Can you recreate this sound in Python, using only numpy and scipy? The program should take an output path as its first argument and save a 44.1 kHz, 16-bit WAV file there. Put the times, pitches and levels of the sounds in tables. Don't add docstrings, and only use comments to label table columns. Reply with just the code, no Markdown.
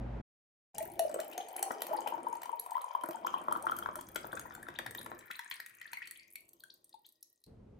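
import sys
import numpy as np
from scipy import signal
from scipy.fft import rfft, irfft, next_fast_len
from scipy.io import wavfile
from scipy.ndimage import uniform_filter1d

SR = 44100
rng = np.random.default_rng(int(sys.argv[2]) if len(sys.argv) > 2 else 0)


def store_pcm(level_fs):
    pcm = np.round(np.clip(level_fs, -1, 1) * 32767).astype(np.int16)
    wavfile.write(sys.argv[1], SR, np.atleast_2d(pcm).T)


N = 343671

# (time [s], deep stirring [relative dB], churn [relative dB], patter [relative dB], fizz [relative dB])
STREAM_LEVELS = [(0.93, -64, -74, -53.5, -65.5), (1.22, -79, -63, -51.5, -62.5), (1.4, -83, -67, -50, -74),
                 (1.81, -89, -58.5, -49.5, -59.5), (2.21, -75, -58.5, -53, -67),
                 (2.53, -85, -70.5, -56, -66.5), (2.96, -99, -81.5, -52.5, -69),
                 (3.24, -77, -60, -54, -68.5), (3.76, -63, -60.5, -51.5, -82.5),
                 (4.05, -64, -66, -61.5, -64), (4.32, -62.5, -63, -53.5, -63.5),
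                 (4.68, -66, -69.5, -57, -82), (5.02, -62.5, -65, -61, -58),
                 (5.2, -71.5, -56, -57.5, -74.5), (5.43, -94, -79, -57, -59.5),
                 (5.75, -85.5, -72.5, -61.5, -73), (6.05, -83.5, -72, -56, -67.5),
                 (6.36, -86, -70, -97, -72.5), (6.55, -85.5, -66, -82, -81.5), (7.4, -107, -82, -87, -85)]
# (time [s], first [Hz], second [Hz])
AIR_COLUMN = [(.75, 693, 2850), (1.2, 624, 3047), (2.2, 947, 3047), (3.2, 1060, 3164), (3.8, 1220, 3240),
              (4.3, 1330, 3480), (4.9, 1720, 3780), (5.5, 1800, 4190), (6.0, 2100, 4570),
              (6.36, 2220, 4510), (6.5, 2800, 4520), (6.65, 3400, 4530), (7.4, 4060, 5600)]
# (time [s], frequency [Hz])
LOWEST_PITCH = [(1.15, 132), (1.45, 324), (2.2, 150), (2.5, 278), (2.92, 523), (3.02, 136), (5.14, 140),
                (5.3, 745), (5.6, 850), (5.76, 1100), (5.92, 730), (6.1, 1420), (6.34, 1900), (6.42, 2070),
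                (6.55, 2900), (7.4, 3000)]
# (time [s], relative level [dB])
TRICKLE_LEVEL = [(5.2, -92), (5.5, -81), (5.8, -83), (6.0, -72), (6.2, -60), (6.33, -72.5), (6.38, -72),
                 (6.5, -85.5), (6.7, -99), (7.4, -103)]
# (time [s], relative peak [dB], pitch at the peak [Hz], swell time [s])
AIR_POCKETS = [(.781, -34.5, 859, 0.0088), (.805, -31.5, 640, 0.0078), (.994, -24.5, 665, 0.0072),
               (1.014, -35.5, 678, 0.007), (1.05, -25, 610, 0.0039), (1.095, -32.5, 590, 0.0039),
               (1.142, -28, 560, 0.0025), (1.16, -28, 520, 0.0024), (1.189, -31, 628, 0.0048),
               (1.289, -39.5, 606, 0.0024), (1.378, -36, 745, 0.0099), (1.4, -32.5, 762, 0.0047),
               (1.555, -38.5, 780, 0.0054), (1.593, -36, 780, 0.0023), (1.623, -37, 802, 0.01),
               (1.657, -36.5, 783, 0.0088), (1.708, -23, 1080, 0.00089), (1.891, -36, 585, 0.0031),
               (1.91, -28, 636, 0.0062), (1.933, -23.5, 900, 0.002), (1.941, -28.5, 849, 0.0083),
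               (1.987, -26, 906, 0.0025), (2.06, -27.5, 862, 0.0037), (2.073, -23.5, 870, 0.0011),
               (2.122, -27, 948, 0.0028), (2.14, -30, 908, 0.0047), (2.178, -37, 680, 0.0023),
               (2.245, -38.5, 586, 0.0029), (2.267, -24.5, 944, 0.0034), (2.327, -27.5, 928, 0.0038),
               (2.354, -32, 907, 0.0028), (2.457, -34.5, 986, 0.0024), (2.493, -26, 990, 0.0019),
               (2.528, -27.5, 931, 0.006), (2.661, -37.5, 1020, 0.0028), (2.696, -37.5, 970, 0.0032),
               (2.718, -29, 914, 0.0032), (2.753, -23, 975, 0.0031), (2.767, -25, 1042, 0.0031),
               (2.78, -26, 1090, 0.0014), (2.841, -27, 1004, 0.0024), (2.865, -38, 1000, 0.0027),
               (2.881, -35.5, 930, 0.0021), (2.907, -33, 970, 0.0028), (2.95, -19, 1000, 0.0022),
               (3.035, -26, 990, 0.003), (3.087, -39.5, 634, 0.0088), (3.144, -32.5, 910, 0.0061),
               (3.247, -23.5, 996, 0.0028), (3.269, -21, 1214, 0.0012), (3.34, -19, 1067, 0.0019),
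               (3.362, -35, 886, 0.0035), (3.411, -38.5, 614, 0.0017), (3.483, -21.5, 1105, .0014),
               (3.512, -27, 930, 0.0028), (3.523, -20, 1220, 0.002), (3.552, -28.5, 1325, .002),
               (3.561, -23, 1110, 0.0013), (3.64, -33.5, 902, 0.0076), (3.668, -16.5, 1235, 0.0013),
               (3.696, -22.5, 1130, 0.0012), (3.719, -21.5, 1325, 0.002), (3.787, -33, 1360, 0.0024),
               (3.824, -29.5, 1280, 0.0017), (3.86, -24, 1034, 0.0016), (3.888, -26.5, 1110, 0.0015),
               (3.955, -30, 1310, 0.0019), (3.962, -41.5, 613, 0.0072), (4.157, -28.5, 1413, 0.0034),
               (4.245, -29.5, 1010, 0.0011), (4.329, -32, 1510, 0.0019), (4.346, -39, 530, 0.0028),
               (4.454, -37.5, 985, 0.0028), (4.508, -36, 1200, 0.001), (4.579, -44, 880, 0.0021),
               (4.629, -40.5, 1700, 0.0028), (4.668, -38, 1360, 0.0015), (4.686, -30, 1320, 0.00059),
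               (4.79, -39, 890, 0.0014), (4.861, -34.5, 915, 0.0012), (4.949, -38.5, 940, 0.00096),
               (4.986, -41.5, 920, .0013), (5.061, -35.5, 955, 0.0016), (5.117, -27, 1070, 0.00043),
               (5.392, -41, 942, 0.0046), (5.855, -40.5, 1775, 0.0022), (5.931, -39.5, 950, 0.0027),
               (5.971, -34, 2124, 0.0026), (6.019, -36.5, 2000, 0.0015), (6.112, -45, 1960, .002),
               (6.636, -44.5, 1550, 0.003), (6.941, -44, 874, 0.005)]
# (time [s], relative level [dB])
LUMP_HITS = [(1.097, -44.5), (1.145, -42.5), (1.158, -45.5), (1.385, -48.5), (1.707, -35.5), (1.914, -41.5),
             (2.076, -45.5), (2.178, -44), (3.037, -33), (3.088, -33.5), (3.483, -34), (3.525, -39),
             (3.887, -41.5), (4.159, -35.5), (4.244, -38), (4.329, -36.5), (4.686, -43.5), (4.791, -37.5),
             (5.063, -41.5)]
# (time [s], relative snap [dB], snap colour [Hz], relative jar ring [dB])
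BUBBLE_SNAPS = [(0.746, -51, 9700, -61), (.782, -24.5, 9400, -38), (0.827, -35, 14700, -46.5),
                (.918, -44.5, 10900, -71), (.993, -21, 10560, -29.5), (1.094, -43, 7940, -54),
                (1.114, -45.5, 7800, -47), (1.142, -33.5, 8000, -43), (1.201, -31, 7430, -36),
                (1.314, -42, 13600, -51), (1.332, -45, 11300, -42), (1.378, -32.5, 6400, -32.5),
                (1.485, -36, 8350, -60), (1.564, -29, 10500, -43), (1.5926, -34, 10000, -50),
                (1.627, -16.5, 9980, -31), (1.718, -34, 5800, -55), (1.819, -27, 11660, -27.5),
                (1.867, -31, 13700, -42), (1.929, -47, 13700, -46), (2.074, -33.5, 12500, -34),
                (2.085, -40.5, 13500, -48), (2.353, -44.5, 11900, -48), (2.418, -41.5, 7800, -41.5),
                (2.432, -35.5, 15300, -39.5), (2.456, -46, 8460, -41.5), (2.596, -29, 11430, -57),
                (2.661, -47, 8600, -47), (2.708, -38.5, 8400, -49.5), (2.816, -49, 8440, -45),
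                (3.036, -38, 11100, -67), (3.059, -45.5, 11200, -58), (3.0873, -38.5, 13600, -65),
                (3.109, -39.5, 14100, -40), (3.266, -38, 13800, -40.5), (3.524, -30.5, 10760, -44),
                (3.57, -43, 14700, -67), (3.624, -37.5, 8900, -65), (3.656, -40.5, 9100, -60),
                (3.712, -34, 12400, -63), (3.765, -33, 12700, -65), (3.787, -29, 11640, -67),
                (3.956, -31, 10170, -44), (3.974, -46, 10800, -67), (4.01, -36, 6770, -46.5),
                (4.087, -42, 13900, -52), (4.159, -29, 7800, -28.5), (4.331, -40.5, 14400, -63),
                (4.395, -33, 6630, -41.5), (4.55, -37, 7400, -49), (4.628, -43, 10330, -52),
                (4.686, -75, 8650, -42.5), (4.788, -39.5, 8670, -31), (4.863, -40, 9900, -34.5),
                (4.909, -35.5, 8400, -48), (4.949, -41, 13700, -38), (5.013, -44.5, 11300, -44.5),
                (5.061, -43.5, 11200, -43), (5.19, -40.5, 7660, -54), (5.312, -68, 10500, -36.5),
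                (5.392, -43.5, 12500, -35), (5.512, -48, 13600, -33), (5.54, -39.5, 8600, -51),
                (5.557, -46.5, 10600, -52), (5.601, -40, 14100, -44), (5.662, -38, 9400, -44),
                (5.695, -48, 14100, -59), (5.75, -48, 11000, -78), (5.814, -58, 8800, -41.5),
                (5.932, -37, 11130, -34), (5.971, -46.5, 14600, -57.5), (6.073, -40, 8350, -41),
                (6.11, -32.5, 9960, -46), (6.311, -54, 11400, -71), (6.356, -35.5, 11150, -38.5),
                (6.49, -46, 7900, -79), (6.532, -48.5, 13100, -69), (6.603, -50.5, 14340, -77),
                (6.637, -43.5, 9230, -51.5), (6.74, -49.5, 13500, -79), (6.843, -47, 8660, -77),
                (6.893, -51, 9000, -69), (6.941, -59, 10600, -58), (7.064, -48, 13500, -64),
                (7.089, -51, 11560, -68.5), (7.123, -55, 13400, -77), (7.227, -42, 11370, -63.5),
                (7.439, -49.5, 4800, -56), (7.463, -57.5, 4500, -64)]
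# (time [s], relative peak [dB], middle pitch [Hz], length [s], climb [octaves])
BUBBLE_CHIRPS = [(0.801, -40, 2060, 0.0089, 0.99), (0.855, -46, 1680, 0.0083, 1.1),
                 (1.184, -35.5, 1330, 0.016, 1.16), (1.306, -52, 2550, .014, 1),
                 (1.321, -44, 2750, .014, 0.36), (1.4, -45, 3380, 0.02, 0.96), (1.558, -50, 1800, .012, 1),
                 (1.576, -41, 2280, 0.018, 1.3), (1.703, -27, 1273, 0.014, 0.75),
                 (1.955, -48, 1860, 0.016, 0.76), (1.97, -46, 4460, .012, 0.63),
                 (2.064, -39, 2650, 0.021, 1.1), (2.591, -43.5, 4310, 0.0063, 0.68),
                 (2.737, -47.5, 1916, 0.019, 0.77), (2.806, -51, 3760, 0.011, 1.4),
                 (2.904, -52, 2790, 0.012, 1.2), (3.053, -44, 1520, 0.014, 0.82),
                 (3.261, -43.5, 6150, 0.013, 0.89), (3.265, -44, 2860, 0.022, 1.1),
                 (3.337, -44.5, 3060, 0.015, 0.46), (3.368, -48.5, 2870, 0.028, .9),
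                 (3.667, -32.5, 1366, 0.013, 1.14), (3.681, -45.5, 3050, 0.013, 0.62),
                 (3.696, -51, 1230, 0.025, 0.7), (3.821, -50.5, 3180, 0.013, 0.73),
                 (3.857, -27.5, 1436, 0.0077, 0.76), (3.985, -33, 1010, 0.015, 0.64),
                 (4.314, -49, 3380, 0.01, .9), (4.366, -29.5, 1454, 0.015, 0.67),
                 (4.748, -46, 3230, 0.021, 1.4), (4.873, -35.5, 1824, 0.0095, 0.63),
                 (4.979, -40, 3690, 0.0097, 0.8), (5.299, -36.5, 1356, 0.014, 0.66),
                 (5.305, -33, 2135, 0.014, 1.4), (5.34, -44.5, 2550, 0.011, 1.17),
                 (5.35, -47, 3970, 0.0098, 0.82), (5.456, -40.5, 1720, .014, 0.3),
                 (5.508, -39, 3700, 0.014, 1.13), (5.515, -37.5, 2230, 0.019, 1.4),
                 (5.597, -32.5, 1782, 0.011, 0.88), (5.598, -45.5, 4890, 0.0095, 0.35),
                 (5.873, -51.5, 3900, 0.0097, 0.96), (5.935, -39, 2240, 0.013, 0.83),
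                 (6.016, -36, 2200, .018, 1.37), (6.035, -56, 3920, 0.013, 0.93),
                 (6.051, -48, 2600, 0.009, 1.3), (6.152, -48.5, 3140, 0.016, 1.4),
                 (6.192, -52.5, 4490, 0.01, 0.69), (6.601, -53.5, 3830, 0.0091, 1.2),
                 (6.699, -45, 4320, 0.01, 1.34), (6.925, -52.5, 4110, 0.01, 0.62),
                 (7.041, -53.5, 3670, 0.025, 1.0), (7.226, -50, 5860, 0.0085, 1.01)]
# (frequency [Hz], relative density [dB per Hz])
DEEP_SPECTRUM = [(20, -16.5), (60, -3.5), (130, -1.5), (200, -1.5), (350, -8.5), (900, -30.5),
                 (3000, -52.5)]
# (frequency [Hz], relative density [dB per Hz])
CHURN_SPECTRUM = [(30, -50), (90, -37), (150, -8.5), (220, -7), (330, 6), (420, -4.5), (620, 0.5),
                  (760, -7.5), (930, -2), (1150, 5.5), (1500, -7), (3000, -43.5)]
# (frequency [Hz], relative density [dB per Hz])
FIZZ_SPECTRUM = [(2000, -28.5), (3000, -19), (5000, -10), (6500, -9), (8500, -0.5), (9800, -2), (11200, 0),
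                 (13000, 5.5), (15000, 2.5), (16500, 3)]
# (frequency [Hz], relative density [dB per Hz])
SPLAT_SPECTRUM = [(100, -11.5), (400, -37.5), (1000, 10), (2000, 0.5), (3500, 2), (5000, -2), (6500, -4.5),
                  (9000, -0.5)]
# (frequency [Hz], relative density [dB per Hz])
SLIDE_SPECTRUM = [(800, -23.5), (1500, -11), (2000, -4.5), (2300, 1.5), (2650, -10.5), (5000, -28)]
# (frequency [Hz], width [Hz], relative level [dB])
ACROSS_MODES = [(4350, 200, -8), (5940, 79, -12.5), (6460, 160, -10), (7490, 120, -22.5), (8080, 170, -14),
                (8790, 210, -13.5), (10550, 610, -12.5), (11240, 230, -18), (15500, 400, -21.5)]
# (frequency [Hz], relative level [dB], t60 [s])
GLASS_MODES = [(1890, -29, .14), (2205, -28, .2)]
# (frequency [Hz], left minus right [dB], left lead [rad])
PORT_DIFFERENCES = [(100, 0, 0), (500, 0, .7), (730, 1, .8), (880, 13, 1.1), (1020, 6, 1.9), (1200, 1, 3.4),
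                    (1500, 12, 5.2), (2000, -2, 6.5), (2150, 5, 9.2), (2400, 9, 12), (2800, 6, 15.7),
                    (3300, 9, 19.1), (3800, 3, 18.4), (7800, 3, 19.1), (9600, 0, 15.7), (12600, 0, 9.4),
                    (16000, 0, 2.4)]
# (frequency [Hz], gain [dB])
WALL_GAINS = [(40, -22), (150, -8.5), (400, -4.5), (900, -7.5), (1400, -9), (2000, -5.5), (4000, -6.5),
              (8000, -6), (15000, -16.5)]
# (frequency [Hz], relative rms level [dB])
HUM_TONES = [(53.8, -42.5), (118.4, -45.5), (242.2, -54), (554.5, -62)]
# (frequency [Hz], relative density [dB per Hz])
HUM_SPECTRUM = [(26, -34.5), (45, -8.5), (62, -7), (81, -21), (120, -9), (148, -15), (231, -11),
                (336, -20.5), (939, -25), (1110, -31.5), (1890, -36.5), (12000, -75.5), (15600, -117),
                (22000, -120)]
# (frequency [Hz], relative density [dB per Hz])
RUMBLE_SPECTRUM = [(26, -41), (45, -3), (123, 1.5), (159, -7.5), (196, -0.5), (306, -12.5), (455, -11),
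                   (488, -16), (536, -17.5), (1810, -39.5), (1940, -39), (12000, -60), (15600, -104),
                   (22000, -120)]
# (frequency [Hz], side minus mid [dB])
BACKGROUND_WIDTH = [(30, -34), (70, -21.5), (150, -21), (400, -1), (1500, -3)]

TIME = np.arange(N) / SR
SIZE = next_fast_len(N + SR)
FREQS = np.fft.rfftfreq(SIZE, 1 / SR) + 1e-3
POUR_FROM_S, POUR_TO_S = .743, 7.46
CHURN_ENDS_S = 5.24
WOBBLE_HZ = 670
GURGLES_PER_S, GURGLE_SPREAD_DB = 420, 12
BIGGEST_BUBBLE_HZ = 602
SMALL_LOW, SMALL_HIGH = 0.54, 1.3
BLIPS_PER_S, BLIP_CYCLES, BLIP_DB = 80, 2.2, -3.5
BLIPS_END_S = 4.1
SNAP_S = 0.0029
SNAP_UPPER_DB = -11
SECOND_WIDTH_HZ = 75
WIDENING = .8
THREAD_DB = -69
KITCHEN_T60_S = 0.29
HUM_DB, RUMBLE_DB = -46, -56.5
CUTOFF_HZ = 16000


def from_db(db):
    return 10 ** (np.asarray(db) / 20)


def rms_one(x):
    return x / np.sqrt(np.mean(x ** 2) + 1e-20)


def in_time(rows):
    s, *columns = np.transpose(rows)
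    return [np.interp(TIME, s, c) for c in columns]


def between(start, end, fade):
    return np.clip((TIME - start) / fade, 0, 1) * np.clip((end - TIME) / fade, 0, 1)


def add(track, s, sound):
    i = int(np.clip(s * SR, 0, N - 1))
    track[i:i + len(sound)] += sound[:N - i]


def gains(points):
    hz, db = np.transpose(points)
    return from_db(np.interp(np.log(FREQS), np.log(hz), db))


def colour(x, points):
    cepstrum = irfft(np.log(rms_one(gains(points))), SIZE)
    cepstrum[1:SIZE // 2] *= 2
    cepstrum[SIZE // 2 + 1:] = 0
    return irfft(rfft(x, SIZE) * np.exp(rfft(cepstrum)), SIZE)[..., :N]


def resonate(x, hz, width_hz, state=(0., 0.)):
    r = np.exp(-np.pi * width_hz / SR)
    b = np.sqrt((1 - r * r) / 2) * np.array([1, 0, -1])
    a = [1, -2 * r * np.cos(2 * np.pi * hz / SR), r * r]
    return signal.lfilter(b, a, x + 1e-18, zi=state)


def glide(x, hz, width_hz, size=512):
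    out, state, width_hz = np.zeros(N), np.zeros(2), width_hz * np.ones(N)
    for i in range(0, N, size):
        out[i:i + size], state = resonate(x[i:i + size], hz[i], width_hz[i], state)
    return out


def grains(per_s, spread_db):
    sizes = from_db(spread_db * np.minimum(rng.exponential(1, N), 3)) * rng.choice([-1, 1], N)
    return rms_one(sizes * (rng.random(N) < per_s / SR))


def burst(length, onset_s=0.00013):
    t = TIME[:int(6 * length * SR) + 8]
    spray = rng.standard_normal(len(t)) * np.exp(-t / length) * (1 - np.exp(-t / onset_s))
    return rms_one(spray) * np.sqrt(length * SR / len(t))


def bubbles(per_s, low_hz, high_hz, cycles, rise, spread_db):
    out, low_hz, high_hz = np.zeros(N), low_hz * np.ones(N), high_hz * np.ones(N)
    for k, (when, place, size, turn) in enumerate(rng.random((int(per_s * N / SR), 4))):
        s = (k + 2 * when) / per_s
        i = min(int(s * SR), N - 1)
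        hz = low_hz[i] * (high_hz[i] / low_hz[i]) ** place
        age = TIME[:int(7 * cycles * SR / hz)] * hz / cycles
        phase = 2 * np.pi * (turn + cycles * age * (1 + rise * (age / 2 - 1)))
        level = from_db(spread_db * size ** 2) * np.sqrt(hz)
        add(out, s, level * age * np.exp(-age) * np.sin(phase))
    return rms_one(out)


def stream(stir_db, fold_db, slosh_db, gurgle_db, wash_db, splatter_db, spray_db):
    deep_db, churn_db, patter_db, fizz_db = in_time(STREAM_LEVELS)
    air_hz = in_time(AIR_COLUMN)[0]
    plunging = between(-1, CHURN_ENDS_S, 0.15)

    deep = from_db(deep_db + stir_db) * colour(grains(per_s=700, spread_db=0.0), DEEP_SPECTRUM)
    pockets = bubbles(200, 170, 620, cycles=1.96, rise=0.041, spread_db=11.5)
    churn = from_db(churn_db + fold_db) * pockets * plunging
    slosh = from_db(churn_db + slosh_db) * colour(grains(per_s=1800, spread_db=0.0), CHURN_SPECTRUM)
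    wobble = signal.sosfilt(signal.butter(2, WOBBLE_HZ, fs=SR, output="sos"), slosh)
    slosh = plunging * slosh + (1 - plunging) * wobble

    lowest_hz = plunging * BIGGEST_BUBBLE_HZ + (1 - plunging) * SMALL_LOW * air_hz
    gurgle = bubbles(GURGLES_PER_S, lowest_hz, SMALL_HIGH * air_hz,
                     cycles=1.5, rise=.035, spread_db=GURGLE_SPREAD_DB)
    gurgle = from_db(patter_db + gurgle_db) * gurgle

    wash = from_db(patter_db + wash_db) * grains(per_s=680, spread_db=5.5)
    wash = jar_air(wash, width_hz=41, second_db=-34.0, direct_db=-14.5)

    spray = burst(0.0015)
    droplets = from_db(patter_db + splatter_db) * grains(per_s=56, spread_db=8.5)
    splatter = jar_air(droplets, width_hz=370, second_db=-1.0, direct_db=-0.5)
    splatter = signal.fftconvolve(splatter, spray / np.linalg.norm(spray))[:N]

    tiny = bubbles(45, 4500, 21000, cycles=0.93, rise=0.03, spread_db=12.5)
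    tiny = rms_one(signal.fftconvolve(tiny, burst(0.0022))[:N])
    fizz = from_db(fizz_db + spray_db) * across(colour(tiny, FIZZ_SPECTRUM), direct_db=7.0)

    splashing = above_lowest(churn + gurgle + wash + splatter)
    return (deep + slosh + splashing + fizz) * between(POUR_FROM_S, POUR_TO_S, 0.0022)


def slide(hiss_db, seethe_db, ring_db):
    patter_db = in_time(STREAM_LEVELS)[2]
    hiss = from_db(hiss_db) * colour(grains(per_s=1700, spread_db=3.0), SLIDE_SPECTRUM)
    seethe = from_db(seethe_db) * bubbles(130, 1200, 3400, cycles=2.2, rise=0.05, spread_db=16.5)
    ring = from_db(ring_db) * upper_air(seethe)
    return from_db(patter_db) * (hiss + seethe + ring) * between(POUR_FROM_S, POUR_TO_S, 0.0044)


def trickle(width_hz):
    level_db, = in_time(TRICKLE_LEVEL)
    air_hz = in_time(AIR_COLUMN)[0]
    hum = glide(grains(per_s=2100, spread_db=-0.5), air_hz, width_hz)
    hum = rms_one(glide(hum, air_hz, width_hz))
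    return from_db(level_db) * hum * between(TRICKLE_LEVEL[0][0], POUR_TO_S, 0.02)


def plops(level_db, thud_db, tick_db, ring_db, upper_db, attack, damping, rise):
    tones, thuds, ticks = np.zeros((3, N))
    for s, db, hz, swell in AIR_POCKETS:
        age = TIME[:int(6 * swell * SR)] / swell
        phase = 2 * np.pi * np.cumsum(hz * (1 + rise * np.tanh((age - 1) / 2))) / SR
        envelope = age ** attack * np.exp(attack / damping * (1 - age ** damping))
        add(tones, s, from_db(db) * envelope * np.sin(phase))
        add(thuds, s + swell / 2, burst(0.021))
        add(ticks, s, from_db(db + tick_db) * burst(0.00065))
    churn_db = in_time(STREAM_LEVELS)[1]
    loudness = np.std(tones)
    first = rms_one(glide(tones, in_time(AIR_COLUMN)[0], width_hz=45)) * loudness
    second = rms_one(upper_air(ticks)) * loudness
    ring = from_db(ring_db) * first + from_db(upper_db) * second
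    wet = across(colour(ticks, FIZZ_SPECTRUM), direct_db=-13.0)
    wet = wet + from_db(-1.0) * jar_air(ticks, width_hz=150, second_db=-0.5, direct_db=-1.5)
    thud = from_db(churn_db + thud_db) * colour(thuds, CHURN_SPECTRUM)
    return from_db(level_db) * tones + ring + above_lowest(thud + wet)


def blips(low, high, spread_db):
    patter_db, air_hz = in_time(STREAM_LEVELS)[2], in_time(AIR_COLUMN)[0]
    swarm = bubbles(BLIPS_PER_S, low * air_hz, high * air_hz,
                    cycles=BLIP_CYCLES, rise=0.02, spread_db=spread_db)
    level = from_db(patter_db + BLIP_DB)
    return level * above_lowest(swarm) * between(POUR_FROM_S, BLIPS_END_S, 0.1)


def lumps(level_db, length_s):
    out = np.zeros(N)
    for s, db in LUMP_HITS:
        add(out, s, from_db(db + level_db) * burst(length_s))
    return colour(out, CHURN_SPECTRUM)


def pops(snap_db, ring_db, whistle_db, whistle_width_hz):
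    snaps, knocks = np.zeros((2, N))
    for s, db, hz, jar_db in BUBBLE_SNAPS:
        tear = burst(SNAP_S)
        whistle = resonate(tear, min(hz, CUTOFF_HZ), whistle_width_hz)[0]
        add(snaps, s, from_db(db) * (tear + from_db(whistle_db) * whistle))
        add(knocks, s, from_db(jar_db) * burst(0.0026))
    snap = across(colour(snaps, FIZZ_SPECTRUM), direct_db=-1.5)
    ring = jar_air(knocks, width_hz=240, second_db=SNAP_UPPER_DB, direct_db=-4.5)
    return from_db(snap_db) * snap + from_db(ring_db) * above_lowest(ring)


def squeaks(level_db, rough, ring_db):
    out = np.zeros(N)
    for s, db, hz, length, octaves in BUBBLE_CHIRPS:
        n = int(length * SR)
        bend = 2 ** (octaves * np.linspace(-.5, .5, n))
        flutter = 1 + rough * rms_one(uniform_filter1d(rng.standard_normal(n), size=30))
        tone = np.sin(2 * np.pi * np.cumsum(hz * bend) / SR)
        add(out, s, from_db(db + level_db) * flutter * np.hanning(n) * tone)
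    return out + from_db(ring_db) * upper_air(out)


def above_lowest(x, size=512):
    lowest_hz, = in_time(LOWEST_PITCH)
    out, state = np.zeros(N), np.zeros((2, 2))
    for i in range(0, N, size):
        k = np.tan(np.pi * lowest_hz[i] / SR)
        scale = 1 + np.sqrt(2) * k + k * k
        section = np.array([1, -2, 1, scale, 2 * (k * k - 1), 1 - np.sqrt(2) * k + k * k]) / scale
        out[i:i + size], state = signal.sosfilt([section, section], x[i:i + size] + 1e-18, zi=state)
    return out


def jar_air(x, width_hz, second_db, direct_db):
    first = glide(x, in_time(AIR_COLUMN)[0], width_hz)
    second = from_db(second_db) * upper_air(x)
    return first - second + from_db(direct_db) * colour(x, SPLAT_SPECTRUM)


def upper_air(x):
    first, second = in_time(AIR_COLUMN)
    return glide(x, second, SECOND_WIDTH_HZ * (first / first[0]) ** WIDENING)


def across(x, direct_db):
    modes = sum(from_db(db) * resonate(x, hz, width)[0] for hz, width, db in ACROSS_MODES)
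    return from_db(direct_db) * x + modes


def glass(x):
    thread = from_db(THREAD_DB) * rng.standard_normal(N)
    thread = thread * between(TRICKLE_LEVEL[0][0], POUR_TO_S, 0.02)
    out = np.zeros(N)
    for (hz, db, t60), drive in zip(GLASS_MODES, (x + thread, x)):
        out += from_db(db) * resonate(drive, hz, np.log(1000) / (np.pi * t60))[0]
    return out


def ports(x):
    hz, balance_db, lead = np.transpose(PORT_DIFFERENCES)
    ratio = from_db(np.interp(FREQS, hz, balance_db))
    step = np.gradient(np.interp(FREQS, hz, lead))
    lag = np.cumsum(np.maximum([-step, step], 0), axis=1)
    balance = np.array([ratio, np.ones_like(ratio)]) * np.sqrt(2 / (1 + ratio ** 2))
    return irfft(rfft(x, SIZE) * balance * np.exp(-1j * lag), SIZE)[:, :N]


def kitchen(x, first_echo_s, left_db):
    t = TIME[:SR // 2]
    decay = from_db(-60 * t / KITCHEN_T60_S) * np.clip(t / first_echo_s - 1, 0, 1)
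    tail = rng.standard_normal((2, len(t))) * decay
    tail = rms_one(tail) / np.sqrt(len(t)) * from_db([[left_db], [0]])
    return irfft(rfft(x, SIZE) * rfft(tail, SIZE) * gains(WALL_GAINS), SIZE)[:, :N]


def background(points):
    mid, side = colour(rng.standard_normal((2, N)), points)
    side = irfft(rfft(side, SIZE) * gains(BACKGROUND_WIDTH), SIZE)[:N]
    return rms_one(mid + side * [[1], [-1]])


def ambience(tones_db, quiet_db):
    tones = np.zeros(N)
    for hz, db in HUM_TONES:
        tone = np.sin(2 * np.pi * (hz * TIME + rng.random()))
        tones += np.sqrt(2) * from_db(db + tones_db) * tone
    rush = from_db(HUM_DB) * background(HUM_SPECTRUM)
    hum = (tones + rush) * between(-1, 0.2163, 0.0089)
    rumble = from_db(RUMBLE_DB) * background(RUMBLE_SPECTRUM) * between(7.46, 9, 0.015)
    quiet = from_db(quiet_db) * background(RUMBLE_SPECTRUM) * between(POUR_FROM_S, POUR_TO_S, 0.009)
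    return hum + rumble + quiet


def scene():
    pour = stream(stir_db=2.5, fold_db=1.0, slosh_db=-5.5, gurgle_db=-4.0,
                  wash_db=-8.5, splatter_db=-19.0, spray_db=-1.5)
    sliding = slide(hiss_db=-17.0, seethe_db=-20.0, ring_db=-21.0)
    pour = pour + above_lowest(trickle(width_hz=460) + sliding)
    pour = pour + plops(level_db=-1.0, thud_db=10.5, tick_db=-29.5, ring_db=-17.5, upper_db=-28.0,
                        attack=0.92, damping=1.48, rise=0.0067)
    pour = pour + blips(low=0.45, high=1.35, spread_db=8.5)
    pour = pour + lumps(level_db=-1.0, length_s=0.0058)
    pour = pour + pops(snap_db=-8.5, ring_db=-2.0, whistle_db=-4.0, whistle_width_hz=230)
    pour = pour + squeaks(level_db=-4.0, rough=0.37, ring_db=-15.5)
    wall = glass(pour) * from_db([[1.5], [-1.5]])
    room = kitchen(pour, first_echo_s=0.0033, left_db=1.5)
    return ports(pour) + wall + room + ambience(tones_db=-1.0, quiet_db=-100.0)


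def record(dry):
    return signal.sosfilt(signal.ellip(10, .1, 80, CUTOFF_HZ, fs=SR, output="sos"), dry)


dry = scene()
out = record(dry)
store_pcm(out)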